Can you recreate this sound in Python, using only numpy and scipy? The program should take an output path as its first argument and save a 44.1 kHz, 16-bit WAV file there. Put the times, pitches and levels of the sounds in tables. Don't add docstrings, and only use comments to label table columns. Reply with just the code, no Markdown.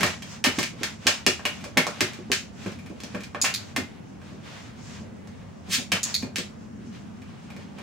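import sys
import numpy as np
from scipy import signal
from scipy.fft import rfft, irfft
from scipy.io import wavfile
from scipy.ndimage import uniform_filter1d

SR = 44100
rng = np.random.default_rng(int(sys.argv[2]) if len(sys.argv) > 2 else 0)


def decibels_to_gain(level_db):
    exponent = np.asarray(level_db, float) / 20
    return 10 ** exponent


def persist_wave(psi):
    counts = np.round(np.clip(psi, -1, 1) * 32767).astype(np.int16)
    wavfile.write(sys.argv[1], SR, np.atleast_2d(counts).T)


N = 344862


def band(x, lo_hz, hi_hz, order=2):
    return signal.sosfilt(signal.butter(order, [lo_hz, hi_hz], "band", fs=SR, output="sos"), x)


def unit(x):
    return x / np.sqrt(np.mean(x ** 2) + 1e-18)


def on_log(hz, table):
    table = np.array(table)
    return np.interp(np.log(hz), np.log(table[:, 0]), table[:, 1])


def seconds(length_s):
    return np.arange(int(length_s * SR)) / SR


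def decay(t, t60_s):
    return np.exp(-np.log(1000) * t / t60_s)


def ring(hz, t60_s):
    t = seconds(.3)
    return np.sin(2 * np.pi * hz * t) * decay(t, t60_s)


def ring_all(modes):
    return sum((-1) ** k * decibels_to_gain(db) * ring(hz, t60_s) for k, (hz, db, t60_s) in enumerate(modes))


def add(track, start_s, sound):
    i = int(start_s * SR)
    track[i:i + len(sound)] += sound[:N - i]


def walk(rate_hz):
    hold = int(SR / rate_hz)
    levels = np.repeat(rng.standard_normal(N // hold + 1), hold)
    return uniform_filter1d(uniform_filter1d(levels, hold), hold)[:N]


def spread(size, hz, likeness):
    alike = np.clip(on_log(hz, likeness), -.9, .95)
    mid, side = rng.standard_normal((2, size))
    return np.sqrt(1 + alike) * mid + np.sqrt(1 - alike) * side * np.array([[1], [-1]])


def even(x):
    lines = rfft(x)
    power = np.abs(lines) ** 2
    gain = np.sqrt(np.mean(power) / uniform_filter1d(power, size=12))
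    return irfft(lines * gain, len(x))


# pitch_hz, level_db (per Hz)
HUM_COLOUR = [(25, -48), (50, -15), (90, -1.5), (170, -4.5), (240, 4.5), (280, -11.5), (450, -14.5),
              (1000, -22), (2800, -35), (4100, -54.5), (5000, -42), (7000, -42.5), (11500, -51.5),
              (16000, -83)]
# pitch_hz, likeness (-1 to 1)
HUM_LIKENESS = [(60, 0.28), (200, 0.77), (400, -0.35), (800, -0.11), (2500, 0.25), (12000, -0.23)]


def hum():
    noise = 0
    for hz in 28 * 2 ** np.arange(.5, 9.2, .4):
        level = decibels_to_gain(on_log(hz, HUM_COLOUR) + 2.0 * walk(6))
        noise = noise + level * band(spread(N, hz, HUM_LIKENESS), hz * 2 ** -.2, hz * 2 ** .2)
    whine_hz, whine_db = 15735, -90
    whine = decibels_to_gain(whine_db) * np.sqrt(2) * np.sin(2 * np.pi * whine_hz * np.arange(N) / SR)
    return decibels_to_gain(-41.5) * unit(noise) + whine


# middle_s, level_db, bright_minus_dull_db, half_length_s
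SWISHES = [(0.01, -29, -10, 0.16), (0.316, -43, -2, 0.096), (0.61, -37.5, -3.5, 0.11),
           (0.858, -41, -10, 0.11), (1.123, -36, -7.5, 0.11), (1.56, -45.5, -8, 0.23),
           (2.048, -38.5, -16, 0.21), (2.39, -61, 17, 0.082), (2.663, -44, -5.5, 0.12),
           (3.11, -49, -11, 0.22), (3.228, -56, -5, 0.064), (3.492, -35.5, -24, 0.072),
           (3.643, -44.5, -7, 0.12), (3.93, -56, -16, 0.11), (4.303, -50, -11, 0.098),
           (4.51, -44, -12.5, 0.11), (4.61, -43, -12, 0.12), (4.896, -45.5, -7.5, 0.18),
           (5.69, -48, -16, .04), (5.967, -27, -30, 0.035), (6.094, -34, -7, 0.063),
           (6.172, -53.5, 14, 0.094), (6.96, -53.5, -7, 0.12), (7.456, -54.5, -22, 0.45),
           (7.823, -45.5, -30, 0.077)]


def swish(bright):
    stir_db, stir_bright_db, edge_drop_db = -58.5, -9, 15
    t = np.arange(0, N + 64, 64) / SR
    power = decibels_to_gain(stir_db + bright * stir_bright_db) ** 2
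    for middle_s, db, bright_db, half_s in SWISHES:
        bell_db = -edge_drop_db * ((t - middle_s) / half_s) ** 2
        power = power + decibels_to_gain(db + bright * bright_db + bell_db) ** 2
    return np.interp(np.arange(N) / SR, t, np.sqrt(power))


# pitch_hz, likeness (0 to 1)
LIKENESS = [(60, 0), (250, 1), (1000, 0.45), (4000, 0.08), (12000, 0)]


def rustle():
    dull = unit(band(spread(N, 1500, LIKENESS), 450, 3400)) * swish(False) * decibels_to_gain(2.5 * walk(25) - 2)
    fibres = spread(N, 6200, LIKENESS)
    bright_swish = swish(True)
    bright = unit(band(fibres, 4600, 7500)) * bright_swish * decibels_to_gain(3 * walk(30))
    air = unit(band(fibres, 6800, 17000, order=1)) * bright_swish * decibels_to_gain(-16.0)
    return dull + bright + air


# pitch_hz, t60_s
TAIL = [(125, 0.23), (500, 0.19), (2000, 0.27), (5000, 0.26), (12000, 0.2)]


def room(dry, walls, wet_db):
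    t = seconds(.4)
    tail = 0
    for hz in 90 * 2. ** np.arange(8):
        fade = decay(t, on_log(hz, TAIL))
        left, right = band(spread(len(t), hz, LIKENESS), hz / np.sqrt(2), hz * np.sqrt(2)) * fade
        tail = tail + np.array([unit(left), unit(right)]) * np.sqrt(hz / SR * np.mean(fade ** 2))
    answer = decibels_to_gain(wet_db) * tail * (1 - np.exp(-t / 0.001))
    for delay_s, left_db, right_db in walls:
        answer[:, int(delay_s * SR)] += decibels_to_gain(np.array([left_db, right_db]))
    return signal.fftconvolve(dry[None], answer, axes=1)[:, :N]


# start_s, level_db, pressed (1 in, 0 let go)
CLICKER = [
    (3.4152, -10.5, 1),
    (3.54, -9, 0),
    (6.0314, -12, 1),
    (6.1424, -8.5, 0),
]
# pitch_hz, level_db, t60_s
PRESSED = [(2500, -9, .003), (3500, -8, .002), (5000, -3, .003), (6750, 0, .005), (11000, -14, .002)]
# pitch_hz, level_db, t60_s
RELEASED = [(2600, -12, .003), (3400, -7, .002), (4400, 0, .004), (5700, -5, .002), (7000, -9, .002),
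            (8800, -12, .002)]


def clicker():
    out = np.zeros(N)
    t = seconds(.02)
    crack_db = 4
    for start_s, db, pressed in CLICKER:
        snap = decibels_to_gain(-21) * rng.standard_normal(len(t)) * np.exp(-t / .001)
        snap[0] += 1
        tongue = ring_all(PRESSED if pressed > .5 else RELEASED)
        add(out, start_s, decibels_to_gain(db) * signal.fftconvolve(snap, tongue))
        add(out, start_s, decibels_to_gain(db + crack_db) * band(snap, 1700, 8500, order=1))
    return band(out, 1900, 15500)


# start_s, level_db, pitch_hz
PADS = [(0.003, -23, 196), (0.032, -15.5, 364), (0.469, -18.5, 287), (0.583, -19.5, 307),
        (0.731, -32.5, 224), (0.812, -26.5, 323), (1.059, -20.5, 360), (1.268, -15, 365), (1.661, -30, 587),
        (1.769, -16, 557), (1.776, -13.5, 359), (2.014, -18, 360), (2.188, -30.5, 358), (2.301, -20, 397),
        (2.66, -23, 321), (2.902, -28.5, 311), (3.034, -35.5, 220), (3.143, -24.5, 214),
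        (3.435, -32.5, 247), (3.78, -20, 290), (3.994, -45, 225), (4.316, -35.5, 165), (5.007, -37, 196),
        (5.682, -29, 168), (5.782, -24.5, 230), (5.921, -28.5, 193), (6.23, -21, 236), (6.385, -23.5, 353),
        (7.563, -35, 166), (7.749, -39, 205)]


def pads():
    out = np.zeros(N)
    t = seconds(.3)
    boom_cycles = 29.8
    rattles = band(rng.standard_normal((len(PADS), len(t))), 84, 440)
    for (start_s, db, hz), noise in zip(PADS, rattles):
        t60_s = boom_cycles / hz
        boom = 0.76 * ring(hz, .5 * t60_s)
        rattle = 0.33 * unit(noise) * decay(t, t60_s)
        add(out, start_s, decibels_to_gain(db - 6.0) * (boom + rattle))
    return out


# pitch_hz, level_db, t60_s
TRAY = [(352, -4, .08), (580, -4, .07), (820, -6, .05), (1590, -3, .05), (1875, -3, .05), (2190, -1, .06),
        (2700, -4, .05), (2890, -7, .06), (2980, -8, .05)]


def sheet(force):
    return force + decibels_to_gain(-50) * signal.fftconvolve(force, ring_all(TRAY))[:N]


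def slide():
    peak_s, peak_db, rise_s, fall_s = 5.745, -23, 0.033, 0.017
    grains = rng.standard_normal(N) * decibels_to_gain(1.1 * rng.exponential(size=N))
    late_s = np.arange(N) / SR - peak_s
    push = decibels_to_gain(peak_db - 10 * (late_s / np.where(late_s < 0, rise_s, fall_s)) ** 2)
    scrape = band(grains, 1860, 7700) + 0.14 * band(grains, 5900, 16000)
    return decibels_to_gain(-7.0) * push * unit(sheet(scrape))


# start_s, level_db, flex_minus_sheet_db, tip_minus_sheet_db, pitch_hz
SCUFFS = [(0.2219, -30, -14, -6.5, 3250), (0.4409, -11, -24, -4, 3200), (0.4464, -26, 4, -1, 3100),
          (0.4594, -8, -24, -20, 2980), (0.5871, -17, -9.5, -5, 2190), (0.609, -27, -24, 1, 3030),
          (1.068, -13, -45, 1.5, 3050), (1.0744, -18, -4.5, -1.5, 3700), (1.4531, -10, -17, -23, 2910),
          (1.7724, -1.5, -15.5, -25, 2210), (3.4464, -14.5, -26, -5.5, 2820), (3.4624, -15, -38, -16, 2760),
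          (3.7623, -12, -15.5, -17, 2130), (5.9184, -7, -19.5, -11.5, 3096), (6.3584, -23, -19, -1, 3070),
          (6.384, -25, -20, -8, 1960)]
# start_s,
# level_db, flex_minus_sheet_db, tip_minus_sheet_db, pitch_hz
TICKS = [(0.0084, -11, -15, -21, 2210), (0.0318, -1, -11.5, -22, 1940), (0.63, -16.5, -27, -0.5, 3020),
         (0.833, -9.5, -27, -7.5, 2230), (0.64, -31, -14, -6, 3040), (0.8416, -21, -20, -11, 2170),
         (1.265, -3, -14.5, -4, 2920), (2.0072, -3.5, -15.5, -8.5, 2130), (2.3169, -7.5, -29, -2, 3100),
         (2.3312, -19.5, -28, 8, 3100), (3.003, -30.5, -14, -2.5, 3460), (3.0354, -30.5, -5, 3, 5800),
         (3.4431, -15, -6.5, -9, 1490), (5.273, -48, 4, 4.5, 6360), (6.3839, -27, -21, 8, 4500)]
# start_s, level_db, flex_minus_sheet_db, tip_minus_sheet_db
TOUCHES = [(0.0034, -42, -20, -35), (0.0635, -22, -5, -3), (1.393, -42, 7, -6), (1.608, -40, -22, -9),
           (1.6407, -31, -5, -4), (1.868, -36, 5, 4.5), (2.134, -35, -18, -2.5), (2.661, -33, -0.5, -17),
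           (2.7182, -43.5, -9, 3), (2.7885, -37, -18, -36), (2.8612, -36.5, -10, -21), (2.897, -50, -2, -2),
           (3.1477, -30.5, 0, -21), (3.2064, -33.5, -18, -13), (3.235, -32, -20, -5),
           (3.3466, -45, 15.5, -12), (4.216, -47.5, 1, -11), (5.415, -53.5, 4, -20),
           (6.2244, -29.5, -16, -15), (7.219, -42, -14, -27), (7.503, -36, -12, -30),
           (7.5646, -40, -31, -15), (7.7844, -38, -6.5, -19)]


def claws():
    flex, plate, tip, edge, tone = np.zeros((5, N))
    t = seconds(.08)
    scuff_drag_s, tick_drag_s, touch_drag_s, touch_hz = 0.0057, 0.0016, 0.0053, 2450
    strikes = [(*row, scuff_drag_s) for row in SCUFFS]
    strikes += [(*row, tick_drag_s) for row in TICKS]
    strikes += [(*row, touch_hz, touch_drag_s) for row in TOUCHES]
    for start_s, db, flex_db, tip_db, hz, drag_s in strikes:
        chatter = rng.standard_normal(len(t)) * decibels_to_gain(2.8 * rng.exponential(size=len(t)))
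        force = decibels_to_gain(-18.0) * chatter * np.exp(-t / drag_s)
        force[0] += decibels_to_gain(-5.5)
        force = even(force) * np.exp(-t / .03)
        add(flex, start_s, decibels_to_gain(db + flex_db) * force)
        add(plate, start_s, decibels_to_gain(db) * force)
        add(tip, start_s, decibels_to_gain(db + tip_db) * force)
        add(edge, start_s, decibels_to_gain(db + 1.07 * tip_db) * force)
        patch = ring(hz, 0.024)[:1024]
        tone_db = db + tip_db * (hz > 3500)
        add(tone, start_s, decibels_to_gain(tone_db) * signal.fftconvolve(force, patch))
    struck = decibels_to_gain(22.5) * band(flex, 340, 1690)
    struck += decibels_to_gain(10.0) * band(plate, 1510, 2875, order=1)
    struck += decibels_to_gain(11.5) * band(tip, 1530, 6750)
    struck += decibels_to_gain(-8) * band(edge, 5000, 17000, order=1)
    return sheet(struck) + decibels_to_gain(-22) * tone


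# delay_s, left_db, right_db
TRAY_WALLS = [(0, 3.5, 6.5), (.0012, -8, -20), (.0038, -24, -2), (.0083, -1, -14), (0.0149, -9.5, -22)]
# delay_s, left_db, right_db
HAND_WALLS = [(0, -2, -3), (.0016, -4, -5), (.0032, -7, -6), (.0081, -1, 1), (.0097, -3, -3),
              (.0204, -8, -8), (.022, -9, -7)]


def scene():
    tray = room(claws() + pads() + slide(), TRAY_WALLS, wet_db=-18)
    hand = room(clicker(), HAND_WALLS, wet_db=-21.5)
    return tray + hand + rustle() + hum()


def low_pass(x):
    return signal.sosfilt(signal.butter(12, 16850, fs=SR, output="sos"), x)


def record(dry):
    soft = np.tanh(1.2 * band(dry, 40, 19000)) / 1.2
    top_hz = 15950
    mix = signal.sosfilt(signal.ellip(8, .2, 60, top_hz, fs=SR, output="sos"), soft)
    return low_pass(mix)


dry = scene()
out = record(dry)
persist_wave(out)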